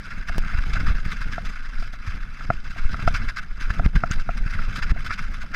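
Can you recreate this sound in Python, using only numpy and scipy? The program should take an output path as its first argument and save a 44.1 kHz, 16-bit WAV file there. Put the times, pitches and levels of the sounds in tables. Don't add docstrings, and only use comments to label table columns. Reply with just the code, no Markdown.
import sys
import numpy as np
from scipy import signal
from scipy.fft import rfft, irfft
from scipy.io import wavfile
from scipy.ndimage import uniform_filter1d

SR = 44100
rng = np.random.default_rng(int(sys.argv[2]) if len(sys.argv) > 2 else 0)


def put_to_file(sound):
    columns = np.atleast_2d(sound).T
    safe = np.clip(columns, -1, 1)
    whole_steps = np.round(safe * 32767)
    wavfile.write(sys.argv[1], SR, whole_steps.astype(np.int16))


def invert_db(level):
    return 10 ** (np.asarray(level, dtype=float) / 20)


N = 244755


def evened(x):
    return x / np.sqrt(np.mean(x ** 2) + 1e-20)


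def add(mix, s, sound):
    part = mix[max(round(s * SR), 0):][:len(sound)]
    part += sound[:len(part)]


def control(curve):
    return np.interp(np.arange(N) / SR, *np.transpose(curve))


def humps(rows, column):
    t = np.arange(0, N + 64, 64) / SR
    db = sum(row[column] * np.exp(-((t - row[0]) / row[-1]) ** 2) for row in rows)
    return np.interp(np.arange(N) / SR, t, db)


def flutter(span_s, depth_db):
    size = max(int(span_s * SR), 2)
    drift = uniform_filter1d(uniform_filter1d(rng.standard_normal(N), size), size)
    return invert_db(depth_db * np.clip(evened(drift), -3, 1.6))


def coloured(points):
    hz, db = np.transpose(points)
    bins_hz = np.fft.rfftfreq(N, 1 / SR)
    gain = invert_db(np.interp(np.log(bins_hz + 1), np.log(hz + 1), db))
    return evened(irfft(rfft(rng.standard_normal(N)) * gain, N))


def resonances(x, table):
    out = np.zeros(N)
    for k, (hz, width_hz, db) in enumerate(table):
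        b, a = signal.iirpeak(hz, hz / (1.69 * width_hz), SR)
        excited = x * flutter(0.013, 2.26)
        twice = signal.lfilter(b, a, signal.lfilter(b, a, excited))
        out += (-1) ** k * invert_db(db) * evened(twice)
    return out


# [t/s, chafing level/dB]
MOUNT_PRESSURE = [(0.0, -46.5), (0.14, -42.5), (0.46, -40.5), (0.94, -42), (1.95, -45.5), (2.19, -46),
                  (2.3, -46), (2.4, -44.5), (3.09, -41.5), (3.23, -42.5), (3.41, -48), (3.73, -43.5),
                  (3.85, -48), (3.96, -46), (4.48, -44.5), (4.71, -39.5), (4.81, -44.5), (5.55, -44.5)]
# [t/s, mount level/dB, ground level/dB, half length/s]
LULLS = [(.22, -3, -6, 0.037), (.255, -9.5, -2, .02), (.46, -2, -6, 0.028), (1.03, -5, 0.5, .03),
         (1.52, -3, -2.5, 0.03), (1.93, -6.5, -0.5, 0.055), (2.3, -4.5, -3, 0.044), (2.6, -6, -2.5, 0.043),
         (3.47, -2.5, -5, 0.037), (3.54, -3.5, -6, 0.087), (3.91, -7, -11, 0.036), (4.24, -3, -11, 0.047),
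         (4.93, -6.5, -5.5, 0.026), (5.33, -2.5, -4, 0.048), (5.49, -4.5, -1, 0.023)]
# [t/s, treble peak level/dB, body relative level/dB, length/s]
SCRAPES = [(.273, -28, 4, 0.029), (0.38, -25, -19, 0.018), (0.536, -34, 16.5, 0.014),
           (0.578, -34.5, 11, 0.019), (0.733, -23, -1, 0.027), (0.7965, -27.5, 3.5, 0.023),
           (0.8626, -31.5, 8.5, 0.052), (1.114, -23.5, 2.5, 0.03), (1.32, -33, 4, 0.05),
           (1.493, -32.5, 0, .027), (2.065, -36.5, 0, .057), (2.781, -34, 14, 0.017),
           (2.906, -32, -3, 0.044), (3.069, -28, 3, 0.029), (3.142, -23.5, 4.5, 0.037),
           (3.2823, -24.5, 6.5, 0.025), (3.365, -24.5, 5.5, .036), (3.601, -32.5, 2, .051),
           (3.699, -31.5, 7, .026), (3.846, -30.5, 10, 0.023), (3.9538, -28, 8, 0.028),
           (4.108, -28, 2.5, 0.049), (4.527, -34.5, 7.5, 0.027), (4.751, -28, -0.5, 0.052),
           (4.822, -28, 7.5, 0.026), (4.898, -22, 7, .024), (5.046, -27, 0.2, 0.039), (5.13, -25, 0, 0.023),
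           (5.218, -28.5, 3, .033), (5.5403, -27, 6, .032)]
# [t/s, treble peak level/dB, body relative level/dB]
RUBS = [(.043, -39.5, 5), (0.109, -45, 16), (0.462, -39, 6.5), (0.658, -44, -23), (.75, -40.5, 19),
        (.945, -35.5, 3.5), (1.046, -33.5, 7), (1.208, -34, 5.5), (1.4486, -32.5, 3), (1.541, -44, 0),
        (1.778, -41, -21), (1.81, -33.5, -6), (1.854, -38.5, 3.5), (1.924, -35, 0.5), (2.105, -42, 12),
        (3.01, -35.5, 6), (3.237, -42, -20), (3.418, -38.5, 1), (3.736, -31.5, 4.5), (3.772, -39, 4),
        (4.194, -32.5, 3), (4.365, -38.5, 3.5), (4.458, -40, 6.5), (4.495, -32.5, 2.5), (4.859, -51, 18),
        (4.995, -35, -5), (5.1, -32.5, 16), (5.178, -32, 7.5), (5.332, -35, 1.5), (5.405, -32, 2)]
# [f/Hz, width/Hz, level/dB]
HOUSING_BODY = [(1295.5, 268, -4), (1465, 187, 0), (1599.5, 222, -1), (2114, 178, -8.5), (2367, 285, -11),
                (2704, 147, -14), (705, 83, -23.5)]
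# [f/Hz, width/Hz, level/dB]
HOUSING_SHELL = [(3042, 134, -2), (3482, 210, -2), (3927, 210, -2.5), (4963, 600, 3), (5910, 320, -5),
                 (6147, 680, -4.5), (7850, 610, -19.5), (8600, 260, -17), (9330, 280, -23),
                 (10340, 550, -17.5), (12140, 1650, -21), (14300, 1800, -23)]


def chafing():
    ticks = rng.standard_normal(N) * (rng.random(N) < 9000 / SR)
    ticks *= invert_db(2.28 * np.minimum(rng.exponential(1, N), 3))
    ticks = evened(ticks) * flutter(0.0072, 2.26)

    usual_db, body_db, treble_db = -44, 2, -12
    treble_slope = 0.92
    press_db = control(MOUNT_PRESSURE) + humps(LULLS, column=1) - usual_db
    body = invert_db(usual_db + body_db + press_db) * flutter(0.0082, 0.95)
    shell = invert_db(usual_db + body_db + treble_db + treble_slope * press_db) * flutter(0.024, 0.92)

    t = np.arange(8000) / SR
    strokes = [row + (0.017,) for row in SCRAPES]
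    strokes += [row + (0.035, 0.02) for row in RUBS]
    for s, peak_db, relative_db, length_s, rise_s in strokes:
        swell = np.sin(np.pi / 2 * np.clip(t / rise_s, 0, 1)) ** 2
        shape = swell * np.exp(-(t / length_s) ** 3.8)
        add(shell, s - 0.008, invert_db(peak_db - 15.0) * shape)
        add(body, s - 0.008, invert_db(peak_db + relative_db - 9.5) * shape)

    out = np.zeros(N)
    for level, table in ((body, HOUSING_BODY), (shell, HOUSING_SHELL)):
        steady_level = np.std(resonances(ticks, table))
        loudness = np.sqrt(np.mean(level ** 2))
        out += resonances(ticks * level, table) * loudness / steady_level
    return out


# [t/s, tyre rumble level/dB]
TRAIL = [(0.0, -45.5), (0.25, -39), (0.51, -35), (0.74, -33), (1.02, -38), (1.24, -40), (1.71, -45),
         (2.72, -41.5), (3.06, -34), (3.41, -42.5), (3.69, -39.5), (3.86, -31), (3.96, -33), (4.13, -35),
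         (4.36, -39.5), (4.5, -39), (4.82, -35), (5.55, -44.5)]
# [t/s, swell level/dB, half length/s]
HEAVES = [(.2, 3, 0.067), (.29, 11.5, 0.022), (.4, 11, 0.029), (.63, 8, 0.1), (.9, 11, 0.12),
          (1.22, 8, 0.053), (1.48, 8, 0.043), (1.8, 6.5, 0.075), (2.24, 7, 0.073), (2.46, 5.5, 0.047),
          (2.58, 13, 0.032), (2.84, 14, 0.052), (3.08, 8.5, 0.097), (3.34, 6, 0.099), (3.54, 9, .06),
          (3.66, 12, 0.034), (3.8, 4, .04), (3.97, 1, 0.026), (4.17, 6, 0.054), (4.33, 14, 0.082),
          (4.44, 9.5, .05), (4.6, 7.5, 0.076), (4.74, 6, .05), (5.28, 8, 0.062), (5.39, 7.5, 0.036)]
# [f/Hz, level/dB per Hz]
SWAY_SPECTRUM = [(2.9, -39), (5.0, 1.5), (22, 7.5), (45, -12.5), (58, -42), (99, -120)]
# [f/Hz, level/dB per Hz]
TYRE_SPECTRUM = [(26, -18), (45, -5), (86, -12.5), (210, -17), (347, -34), (499, -36.5), (900, -39),
                 (1980, -73)]
# [t/s, peak level/dB, f/Hz, length/cycles]
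BUMPS = [(0.292, -27, 77, 1.2), (0.373, -24, 72, 3.1), (0.533, -30, 72.7, 0.91), (0.706, -31.5, 196, 0.88),
         (1.282, -48, 118, 2.3), (1.373, -30, 183, 1), (1.455, -37, 72.7, 1.3), (1.826, -30, 200, 1.3),
         (2.077, -14, 71, 2.35), (2.224, -44, 111, 1.6), (2.29, -24.5, 72.7, 1), (2.406, -32, 192, 1.5),
         (2.496, -14, 102, 1.2), (2.676, -37, 70.6, 1.4), (2.94, -25, 72, 1.3), (3.028, -19, 126, 1.8),
         (3.067, -12, 76, 1.6), (3.142, -16.5, 71.6, 1.4), (3.618, -24.5, 193, 1.3), (3.682, -30, 75, 1.5),
         (3.732, -29, 153, 1.1), (3.82, -23, 72.7, 2.5), (4.03, -24, 100, 1.3), (4.283, -23, 99.6, 1.2),
         (4.374, -28, 119, 1.3), (4.552, -15.5, 72, 1.8), (4.704, -21.5, 99.6, 1.6), (4.82, -22, 73.4, 1.1),
         (4.988, -26, 154, 1.5), (5.24, -25, 73, 1.1)]
# [t/s, level/dB, half width/s, direction +1 or -1]
JOLTS = [(0.5508, -8.5, 0.0043, 1), (0.587, -8.5, 0.0039, -1), (0.74, -9.5, 0.0073, -1),
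         (0.814, -15, 0.0016, -1), (.8713, -12, 0.011, -1), (0.8836, -12.5, 0.0019, 1),
         (0.9074, -10, 0.0034, -1), (1.0632, -13.5, 0.0015, -1), (2.092, -13.5, 0.0038, 1),
         (2.856, -11, 0.0043, -1), (3.068, -18, 0.0051, 1), (3.2023, -20, 0.0018, -1),
         (3.28, -21, 0.0028, -1), (3.7063, -11.5, 0.0021, -1), (3.787, -14.5, 0.0062, -1),
         (3.8018, -9, 0.0031, 1), (3.8467, -10.5, 0.0041, -1), (3.857, -8.5, 0.0025, -1),
         (3.8616, -2, 0.0017, -1), (3.8621, -13, 0.000075, -1), (3.8715, -10.5, 0.0037, 1),
         (3.952, -14, 0.0023, 1), (3.9562, -8, 0.0027, -1), (3.9622, -4.5, 0.0019, -1),
         (3.967, -14, 0.0017, -1), (3.9748, -6, .004, 1), (4.1108, -11, 0.0016, -1),
         (4.4633, -15, 0.0016, -1), (4.9128, -6.5, 0.0047, -1), (4.922, -10.5, 0.0017, 1)]


def shaking():
    usual_db, rumble_db, sway_db = -42, 1, -29
    sway_slope = 0.49
    ground_db = control(TRAIL) + humps(LULLS, column=2) - usual_db
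    heave_db = humps(HEAVES, column=1)
    out = coloured(SWAY_SPECTRUM) * invert_db(sway_db + sway_slope * ground_db + heave_db)
    out += coloured(TYRE_SPECTRUM) * invert_db(usual_db + rumble_db + ground_db) * flutter(0.014, 4.6)

    for s, db, hz, cycles in BUMPS:
        phase = np.arange(0, 4 * cycles / hz, 1 / SR) * hz
        age = phase / cycles * 4
        add(out, s - 0.004, -invert_db(db - 5.0) * np.sin(2 * np.pi * phase) * age * np.exp(1 - age))

    t = np.arange(-1500, 1500) / SR
    for s, db, width_s, direction in JOLTS:
        point = np.exp(-0.8 * abs(t / width_s) ** 1.58)
        add(out, s - 1500 / SR, direction * invert_db(db) * point)
    return out


def ring(hz, db, t60, rise_s):
    t = np.arange(3000) / SR
    rise = (1 - np.exp(-t / rise_s)) ** 1.38
    return invert_db(db - 60 * t / t60) * rise * -np.sin(2 * np.pi * hz * t)


# [t/s, peak level/dB, upper modes relative level/dB]
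KNOCKS = [(0.296, -32.5, 8), (0.4375, -47, 26), (0.492, -48.5, 25), (0.5015, -50, 25), (0.534, -41, 0),
          (0.754, -35.5, -2), (1.381, -23.5, -2), (1.825, -38, 7), (1.937, -43.5, -1), (2.409, -45.5, 25),
          (2.503, -13.5, 3.5), (2.762, -38.5, -5), (2.944, -36, 21.5), (2.993, -42, 18), (3.077, -14, 5),
          (3.703, -38, 13), (3.796, -23.5, 4.5), (4.037, -18, 8), (4.291, -22, 3), (4.528, -48, 24),
          (4.5916, -41, 25.5), (4.963, -35, -12), (5.107, -41.5, 31.5), (5.439, -40, -5), (5.538, -43, 17)]
# [f/Hz, level/dB, t60/s, share of the upper-mode level 0..1]
CASE_MODES = [(687, 3.5, 0.028, 0), (1353, 7.5, 0.014, 0.73), (1625, -4, 0.012, 0.26),
              (2020, -10.5, 0.015, 1), (2480, -14.5, 0.013, 0.53), (5110, -25, 0.011, 1),
              (140, 3, 0.019, 0.36)]
# [t/s, step level/dB, relaxation/s]
LATCH_SLIP = (.3822, -12, 0.025)
# [t/s, level/dB, modes [f/Hz, level/dB, t60/s]]
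METAL_TICK = (4.1125, -24.5, [(6460, 6.5, 0.012), (5700, 1, 0.012), (7500, -3, 0.016), (11000, -16, 0.01),
              (2850, -1, 0.019), (1396, 4.5, 0.046)])


def knocks():
    out = np.zeros(N)
    for s, db, upper_db in KNOCKS:
        for hz, mode_db, t60, upper in CASE_MODES:
            tune = rng.uniform(1.0, 1.015)
            level_db = db + mode_db + upper * upper_db + 4.5
            add(out, s - 0.001, ring(hz * tune, level_db, t60, 0.0013))

    s, db, relax_s = LATCH_SLIP
    add(out, s, invert_db(db) * np.exp(-np.arange(4000) / SR / relax_s))

    tiny_tick = ring(11300, -48, 0.0074, 0.0003) + ring(6000, -44, 0.0046, 0.0003)
    add(out, 1.9365, tiny_tick)

    s, db, modes = METAL_TICK
    for hz, mode_db, t60 in modes:
        add(out, s, ring(hz, db + mode_db, t60, 0.00056))
    return out


def scene():
    hiss = invert_db(-78) * rng.standard_normal(N)
    treble_limit = signal.firwin(511, 15250, window=("kaiser", 9), fs=SR)
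    steady = signal.oaconvolve(chafing() + shaking() + hiss, treble_limit, "same")
    b, a = signal.butter(1, 4 / SR * 2, "high")
    mono = signal.lfilter(b, a, steady + knocks())
    return np.array([mono, mono])


# [start t/s, end t/s]
APART = [
    (.39, .43),
    (.54, .75),
    (.8, 1.0),
    (2.84, 2.96),
    (3.77, 4.19),
    (4.45, 4.48),
    (4.89, 5.08),
]


def patchy_stereo(mono):
    hz, t, z = signal.stft(mono, SR, nperseg=1024)
    hz = hz[:, None]
    patches = rng.random((len(t) // 4 + 1, 129))
    patches = np.repeat(np.repeat(patches, 4, axis=0), 4, axis=1)[:len(t), :513].T
    dropped = (patches < np.clip((hz - 12000) / 4800, 0, 1)) & (abs(z) < invert_db(-92))

    apart = sum((t > start) & (t < end) for start, end in APART)
    low_peak = abs(z[2:6]).max(axis=0) * invert_db(3 * rng.standard_normal(len(t)))
    reach_hz = np.where(low_peak > invert_db(-27), 13500, 1300)
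    smear = np.exp(uniform_filter1d(np.log(abs(z) + 1e-7), size=15, axis=0))
    grit = invert_db(-18.5) * (smear + invert_db(-78) * (hz > 1300)) * apart * (hz < reach_hz)

    patchy = uniform_filter1d(rng.standard_normal(len(t)), size=9) > 0.05
    other_patches = np.roll(patches, 99, axis=1)[::-1] < 0.5
    whisper = invert_db(-103) * (hz > 6800) * (hz < 10000) * patchy * other_patches
    side = (grit + whisper) * np.exp(2j * np.pi * rng.random(z.shape))

    mid, side = signal.istft(np.array([z * ~dropped, side]), SR, nperseg=1024)[1][:, :N]
    return np.array([mid + side, mid - side])


def low_pass(x):
    return signal.sosfilt(signal.butter(12, 16000, fs=SR, output="sos"), x)


def record(dry):
    mix = patchy_stereo(dry[0])
    return low_pass(mix)


dry = scene()
out = record(dry)
put_to_file(out)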